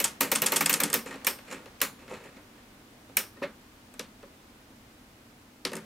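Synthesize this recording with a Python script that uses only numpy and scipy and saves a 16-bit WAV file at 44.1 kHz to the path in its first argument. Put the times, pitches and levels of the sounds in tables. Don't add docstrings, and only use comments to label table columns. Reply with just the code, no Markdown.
import sys
import numpy as np
from scipy import signal
from scipy.io import wavfile

SR = 44100
rng = np.random.default_rng(int(sys.argv[2]) if len(sys.argv) > 2 else 0)


def put_to_file(sound):
    columns = np.atleast_2d(sound).T
    safe = np.clip(columns, -1, 1)
    whole_steps = np.round(safe * 32767)
    wavfile.write(sys.argv[1], SR, whole_steps.astype(np.int16))


def voltage_ratio(decibels):
    exponent = np.asarray(decibels, float) / 20
    return 10 ** exponent


N = 257965
LEFT_RIGHT = np.array([[1], [-1]])


def contacts():
    # start_s, peak_db, panel_rel_db, case_db, rattle_ms
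    snap_events = [(0.0004, -13, -14.5, -35.5, 5.6), (0.2059, -10, -12.5, -31.5, 8.3),
                   (0.3155, -9.5, -14.5, -33, 6.7), (0.418, -14, -10, -33.5, 8.4),
                   (0.519, -10.5, -12, -33.5, 5.5), (0.607, -8.5, -9.5, -37.5, 4.6),
                   (0.6943, -6, -11.5, -36, 4.4), (0.8001, -16.5, -10, -37, 9.4),
                   (0.9383, -8.5, -15.5, -37, 5.8), (1.267, -9.5, -12.5, -34.5, 6.4),
                   (1.8142, -8.5, -11.5, -34, 5.55), (3.1681, -6, -15.5, -34, 4.6)]
    # start_s, peak_db, panel_rel_db, rattle_ms
    slap_events = [(0.0408, -9, -22.5, 2.9), (0.0455, -13.5, -11.5, 3.6), (0.352, -11.5, -9, 2.2),
                   (0.357, -11.5, -18, 3.1), (0.4606, -11, -9.5, 2.2), (0.4644, -7.5, -17, 2.26),
                   (0.5595, -12.5, -13, 4.3), (0.565, -12.5, -21, 3.9), (0.6588, -11, -10, 4.2),
                   (0.727, -15.5, -15, 4.2), (0.738, -9.5, -14.5, 3.3), (0.834, -9, -13.5, 3.4),
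                   (0.8999, -23, -9, 2.9), (0.9287, -10, -10, 1.9), (1.246, -20.5, -10.5, 2.5)]
    # start_s, peak_db, panel_rel_db
    tick_events = [
        (1.06, -33.5, -3.5),
        (1.108, -34.5, 3.5),
        (1.1554, -43, -12),
        (1.526, -43, -10),
        (3.939, -41, -4),
        (5.732, -28, 1),
        (5.7526, -25.5, -17),
        (5.766, -26.5, -2),
    ]
    # start_s, peak_db, panel_rel_db, case_rel_db
    knock_events = [(1.1406, -35.5, -1.5, -4.5), (1.2135, -47, -1, -3), (1.3874, -38, -3, -13),
                    (1.511, -43, -16, -8), (1.6573, -39.5, -5, -9), (1.803, -29, -13, -15),
                    (2.079, -42.5, 0, -7), (2.1082, -43.5, -12, 8.5), (2.1394, -46, 11, -19),
                    (2.248, -52, -12, -3), (2.3647, -44, -5, -12), (3.091, -52.5, -4, 5),
                    (3.3683, -52.5, 7, 5), (3.4164, -53, 8, 24.5), (3.9938, -18, -12.5, -18),
                    (4.227, -47, 4.5, 6), (5.6506, -11.5, -11, -19), (5.659, -30, -21, -15),
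                    (5.7167, -30.5, -6, -5.5)]
    snaps = [(s, db, panel, case_db - db, ms, 1.8) for s, db, panel, case_db, ms in snap_events]
    slaps = [(s, db, panel, -43 - db, ms, 2.4) for s, db, panel, ms in slap_events]
    ticks = [(s, db, panel, -10, 2.1, 3) for s, db, panel in tick_events]
    knocks = [(*row, 2.86, 2.5) for row in knock_events]
    return snaps, slaps + ticks, knocks


def cards():
    # freq_hz, density_db (per Hz)
    snap_colour = [(1470, -16), (2500, 2), (3040, -4.5), (4410, -7), (4810, -8), (5460, -3.5), (6750, -4.5),
                   (8970, -5), (11100, -6.5), (14300, 0.5), (15800, -8), (16500, -34)]
    # freq_hz, level_db, t60_s
    snap_modes = [(6030, -25.5, 0.072), (9940, -5, 0.0088), (12110, 0, 0.011), (13920, -23, 0.019)]
    # freq_hz, density_db (per Hz)
    slap_colour = [(1470, -49), (2500, -7.5), (3540, -5.5), (3890, -10.5), (4590, -6.5), (7540, -3.5),
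                   (8360, -5.5), (10800, -5), (12100, -11), (15100, -20), (16100, -37), (16500, -47)]
    # freq_hz, level_db, t60_s
    slap_modes = [(5090, -9.5, 0.038), (7130, -8, 0.017), (8280, 0, 0.0063), (8610, -3.5, 0.008)]
    snaps, slaps, _ = contacts()
    spread_db, grains_per_s = 3.5, 4500
    snap_push = rattles(snaps, 1, rise_ms=1.0, stretch=0.54)
    slap_push = rattles(slaps, 1, rise_ms=0.96, stretch=0.86)
    snap = sound(snap_push, snap_colour, snap_modes, -6.47, -9.0, spread_db, grains_per_s)
    slap = sound(slap_push, slap_colour, slap_modes, -9.0, -6.5, spread_db, grains_per_s)
    return snap + voltage_ratio(-0.5) * slap + shivers()


def shivers():
    # start_s, level_db, lowest_band_hz
    shiver_events = [
        (0.2058, -37, 4700),
        (0.94, -38.5, 5460),
        (1.268, -36, 5370),
        (1.815, -39, 4320),
        (3.169, -37.5, 5600),
    ]
    # multiple_of_lowest, width_hz, level_db
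    shiver_bands = [(1.0, 500, -5), (1.65, 600, -4.5), (2.25, 700, -4.5), (2.6, 800, -12)]
    out = np.zeros((2, N))
    t = np.arange(SR // 2) / SR
    for s, db, low_hz in shiver_events:
        fade = voltage_ratio(db - 60 * t / 0.28) * (1 - np.exp(-t / 0.0011))
        drive = pair(*rng.standard_normal((2, len(t))), 0.79) * fade
        i = round(s * SR)
        for multiple, width_hz, band_db in shiver_bands:
            t60 = np.log(1000) / (np.pi * max(width_hz, 380))
            out[:, i:i + len(t)] += voltage_ratio(band_db) * ring(drive, low_hz * multiple, t60)
    return out


def hollow_case(slips):
    # freq_hz, density_db (per Hz)
    panel_colour = [(440, -49), (750, -2.5), (911, -3), (992, -5.5), (1090, 1), (1600, -0.5), (1840, 0.5),
                    (3200, -9), (4160, -10), (7040, -120)]
    # freq_hz, level_db, t60_s
    panel_modes = [(919, -5, 0.11), (1275, -7, 0.082), (1726, -6, 0.019), (1852, -3.5, 0.055),
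                   (2164, -5.5, 0.087), (2595, -4, 0.021)]
    # freq_hz, density_db (per Hz)
    case_colour = [(65, -47), (110, -8), (189, 3), (216, -4.5), (280, -4), (323, 0), (509, 6.5), (646, -1),
                   (850, -15.5), (1100, 11), (1870, -120)]
    # freq_hz, level_db, t60_s
    case_modes = [(166, -39, 0.45), (215.9, -1, 0.4), (270, 0.5, 0.17), (376.4, 0.5, 0.18),
                  (500, 7.5, 0.029), (559, -1, 0.14)]
    every = sum(contacts(), [])
    panel_push = voltage_ratio(-2.5) * rattles(every, 2, rise_ms=0.69, stretch=1.29)
    panel_push = panel_push + voltage_ratio(-4.5) * rubbing(0.65, slips) + voltage_ratio(-7.5) * knob_push()
    panel = sound(panel_push, panel_colour, panel_modes, -4.0, -4.5, 3.7, 2700.0)
    case_push = rattles(every, 3, rise_ms=1.85, stretch=1.89)
    case_push = case_push + voltage_ratio(-9.0) * rubbing(0.62, np.sqrt(slips))
    hollow = sound(case_push, case_colour, case_modes, -3.5, -4.0, 3.7, 1500.0)
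    return panel + hollow


def fingers(slips):
    # freq_hz, density_db (per Hz)
    touch_colour = [(1470, -22), (2500, -1), (4140, -2.5), (4550, -1.5), (4970, -4), (11500, -13.5),
                    (14600, -42), (16500, -45)]
    # freq_hz, level_db, t60_s
    touch_modes = [(2697, 0, 0.023), (5600, -5, 0.015)]
    # freq_hz, density_db (per Hz)
    skin_colour = [(1470, -26), (2500, 7), (3710, -27), (5500, -6.5), (6290, -9), (7140, -3), (12200, -15),
                   (15500, -28), (16500, -44)]
    # freq_hz, level_db, t60_s
    skin_modes = [(7220, 0, 0.024)]
    *_, knock_rows = contacts()
    push = rattles(knock_rows, 1, rise_ms=0.11, stretch=0.72) + voltage_ratio(-14.5) * knob_push()
    knocks = sound(push, touch_colour, touch_modes, -10.5, -9.0, 2.3, 8400.0)
    skin = sound(rubbing(0.96, slips), skin_colour, skin_modes, -2.5, -4.0, 6.2, 1300.0)
    return voltage_ratio(-3.5) * knocks + voltage_ratio(-7.5) * skin + knob_ring()


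def rubbing(follows, slips):
    # grip_s, pressure_db, slide_s
    rubs = [(0.24, -43.5, 0.31), (0.48, -48.5, 0.5), (0.759, -49.5, 0.21), (1.075, -41.5, 0.073),
            (1.483, -50, 0.021), (1.524, -38.5, 0.023), (1.67, -67, 0.014), (1.99, -60, 0.13),
            (2.113, -41, 0.031), (2.2, -60, 0.03), (2.249, -49, 0.013), (2.372, -64, 0.02),
            (2.56, -66.5, 0.067)]
    middle_db = -44
    strokes = 0
    for s, db, slide_s in rubs:
        pressure_db = middle_db + follows * (db - middle_db)
        strokes = strokes + stroke(s, pressure_db, 0.032, slide_s, follows * 13, follows * 250)
    return slips * strokes * np.ones((2, 1))


def knob_push():
    # start_s, hollow_ring_db, hold_s
    knob = (3.431, -27, 0.012)
    s, db, hold_s = knob
    return stroke(s, db, 0.014, hold_s, 8.0, 1000.0)


def knob_ring():
    hollow_hz = 567
    tone = np.sin(2 * np.pi * hollow_hz * np.arange(N) / SR)
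    drive = 0.078 * tone + 0.32 * rng.standard_normal(N)
    return ring(knob_push() * drive, hollow_hz, 0.045)


def table():
    # start_s, level_db
    sway = [
        (0.005, -55),
        (0.23, -43),
        (0.35, -40),
        (0.43, -58),
        (0.6, -36),
        (0.72, -35.5),
        (0.826, -35.5),
        (0.957, -40.5),
        (5.653, -40.5),
        (5.734, -44),
    ]
    # freq_hz, level_db, t60_s
    table_modes = [(165.3, 0, 0.38), (219.2, 6, 0.14), (287.5, 4, 0.14)]
    push = sum(stroke(s, db, 0.027, 0.005, 0, 236) for s, db in sway)
    modes = 0
    for hz, db, t60 in table_modes:
        modes = modes + voltage_ratio(db) * ring(push * rng.standard_normal(N), hz, t60)
    return voltage_ratio(-9.0) * modes


def air():
    # freq_hz, density_db (per Hz)
    air_colour = [(12, -33), (20, -6.5), (53, -5.5), (124, -5.5), (164, -15.5), (206, -5.5), (244, -2.5),
                  (273, -2), (323, -9), (361, -12.5), (506, -13.5), (566, -14.5), (2120, -20),
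                  (15100, -33.5), (16500, -31)]
    # freq_hz, left_right_likeness
    air_likeness = [(60, 0.22), (180, 0.85), (550, 0.48), (1650, 0.0075), (4970, 0.065), (15000, 0.75)]
    # time_s, level_db
    stir = [
        (0.0, -35.5),
        (0.26, -54.5),
        (0.41, -74.5),
        (0.63, -51.5),
        (1.24, -47.5),
        (1.97, -52),
        (5.03, -53.5),
        (5.65, -55),
        (5.85, -51),
    ]
    white = rng.standard_normal((2, 2, N + SR))
    s, db = np.transpose(stir)
    stir_db = np.interp(np.arange(N) / SR, s, db - db[-2])
    out = 0
    for k, hz, gain, sos in bank(air_colour):
        mid, side = signal.sosfilt(sos, white[k % 2])[:, SR:]
        share = np.exp(-(np.log(hz / 1560.0) / 2.14) ** 2)
        out = out + gain * voltage_ratio(share * stir_db) * pair(mid, side, at_hz(air_likeness, hz))
    return voltage_ratio(-52.5) * unit(out)


def sound(push, spectrum, modes, tail_db, modes_db, spread_db, per_s):
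    # freq_hz, t60_s
    tail_t60 = [(150, 0.6), (400, 0.26), (1040, 0.24), (2760, 0.18), (7280, 0.17)]
    # freq_hz, left_right_likeness
    likeness = [(200, .99), (500, .97), (1200, .9), (4000, .93), (9000, .88), (13000, .3)]
    # freq_hz, left_minus_right_db
    lean = [(60, -2), (180, -15.5), (550, -6), (1650, 0.5), (4970, -2), (15000, -3.5)]
    clicks = grains(spread_db, per_s)
    white = rng.standard_normal((2, 2, N))
    mono_push = np.sqrt(np.mean(push ** 2, axis=0))
    chatter = lumps(350, 1.5)
    out, power = 0, 0
    for k, hz, gain, sos in bank(spectrum):
        r = voltage_ratio(-120 / (at_hz(tail_t60, hz) * SR))
        tail = np.sqrt(signal.lfilter([0, 1 - r], [1, -r], push ** 2)) * voltage_ratio(tail_db) * chatter
        alike = at_hz(likeness, hz)
        drive = push * pair(*clicks, alike) + tail * pair(*white[k % 2], alike)
        balance = voltage_ratio(at_hz(lean, hz) / 2 * LEFT_RIGHT)
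        out = out + gain * signal.sosfilt(sos, drive) * balance
        power += gain ** 2 * hz * 0.35 / SR
    rings = 0
    for k, (hz, db, t60) in enumerate(modes):
        rings = rings + voltage_ratio(db) * ring(mono_push * np.roll(clicks[0], 997 * k), hz, t60)
    return out / np.sqrt(power) + voltage_ratio(modes_db) * rings


def rattles(events, column, rise_ms, stretch):
    out = np.zeros((2, N))
    t_ms = np.arange(SR // 10) / SR * 1000
    for row in events:
        start_s, peak_db, rattle_ms, l_r_db = row[0], row[1], row[4], row[5]
        shape = (1 - np.exp(-t_ms / rise_ms)) * np.exp(-t_ms / (max(rattle_ms, 0.5) * stretch))
        relative_db = row[column] if column > 1 else 0
        db = peak_db + relative_db + l_r_db / 2 * LEFT_RIGHT
        i = round(start_s * SR)
        out[:, i:i + len(t_ms)] += (voltage_ratio(db) * shape)[:, :N - i]
    return out


def stroke(s, db, rise_s, hold_s, loss_db, db_per_s):
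    t = np.arange(N) / SR - s
    held = np.clip(t / max(hold_s, 1e-3), 0, 1)
    swell = np.clip(1 + t / rise_s, 0, 1) ** 2
    return swell * voltage_ratio(db - loss_db * held - db_per_s * np.maximum(t - hold_s, 0))


def grains(spread_db, per_s):
    sizes = voltage_ratio(spread_db * np.minimum(rng.exponential(1, (2, N)), 4))
    signs = rng.choice([-1, 1], (2, N))
    return unit(sizes * signs * (rng.random((2, N)) < per_s / SR)) + 1e-9


def lumps(per_s, spread_db):
    steps = rng.standard_normal(int(N / SR * per_s) + 2)
    place = np.arange(N) / SR * per_s
    return unit(voltage_ratio(spread_db * (steps[place.astype(int)] - place % 1)))


def ring(x, hz, t60):
    r, w = voltage_ratio(-60 / (t60 * SR)), 2 * np.pi * hz / SR
    return signal.lfilter([0, np.sin(w) * np.sqrt(2 - 2 * r * r)], [1, -2 * r * np.cos(w), r * r], x)


def bank(spectrum):
    edges_hz = 20 * 2 ** np.arange(0, 9.76, 1 / 4)
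    for k, (low, high) in enumerate(zip(edges_hz, edges_hz[1:])):
        hz = np.sqrt(low * high)
        if spectrum[0][0] <= hz <= spectrum[-1][0]:
            sos = signal.butter(2, [low, high], "band", fs=SR, output="sos")
            yield k, hz, voltage_ratio(at_hz(spectrum, hz)), sos


def pair(mid, side, alike):
    alike = np.clip(alike, 0, 1)
    return np.sqrt(1 + alike) * mid + np.sqrt(1 - alike) * side * LEFT_RIGHT


def at_hz(points, hz):
    table_hz, values = np.transpose(points)
    return np.interp(np.log(hz), np.log(table_hz), values)


def unit(x):
    return x / np.sqrt(np.mean(x ** 2) + 1e-20)


def scene():
    slips = lumps(90, 3.5)
    clock = cards() + hollow_case(slips) + fingers(slips) + table()
    return signal.sosfilt(signal.butter(4, 120, "high", fs=SR, output="sos"), clock) + air()


def roll_off(x):
    return signal.sosfilt(signal.butter(12, 16620, fs=SR, output="sos"), x)


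def record(dry):
    side = signal.sosfilt(signal.butter(2, 450, "high", fs=SR, output="sos"), (dry[0] - dry[1]) / 2)
    wet = dry.mean(axis=0) + side * LEFT_RIGHT
    wet = signal.sosfilt(signal.cheby2(10, 40, 16400, fs=SR, output="sos"), wet)
    mix = 0.72 * np.tanh(wet / 0.71)
    return roll_off(mix)


dry = scene()
out = record(dry)
put_to_file(out)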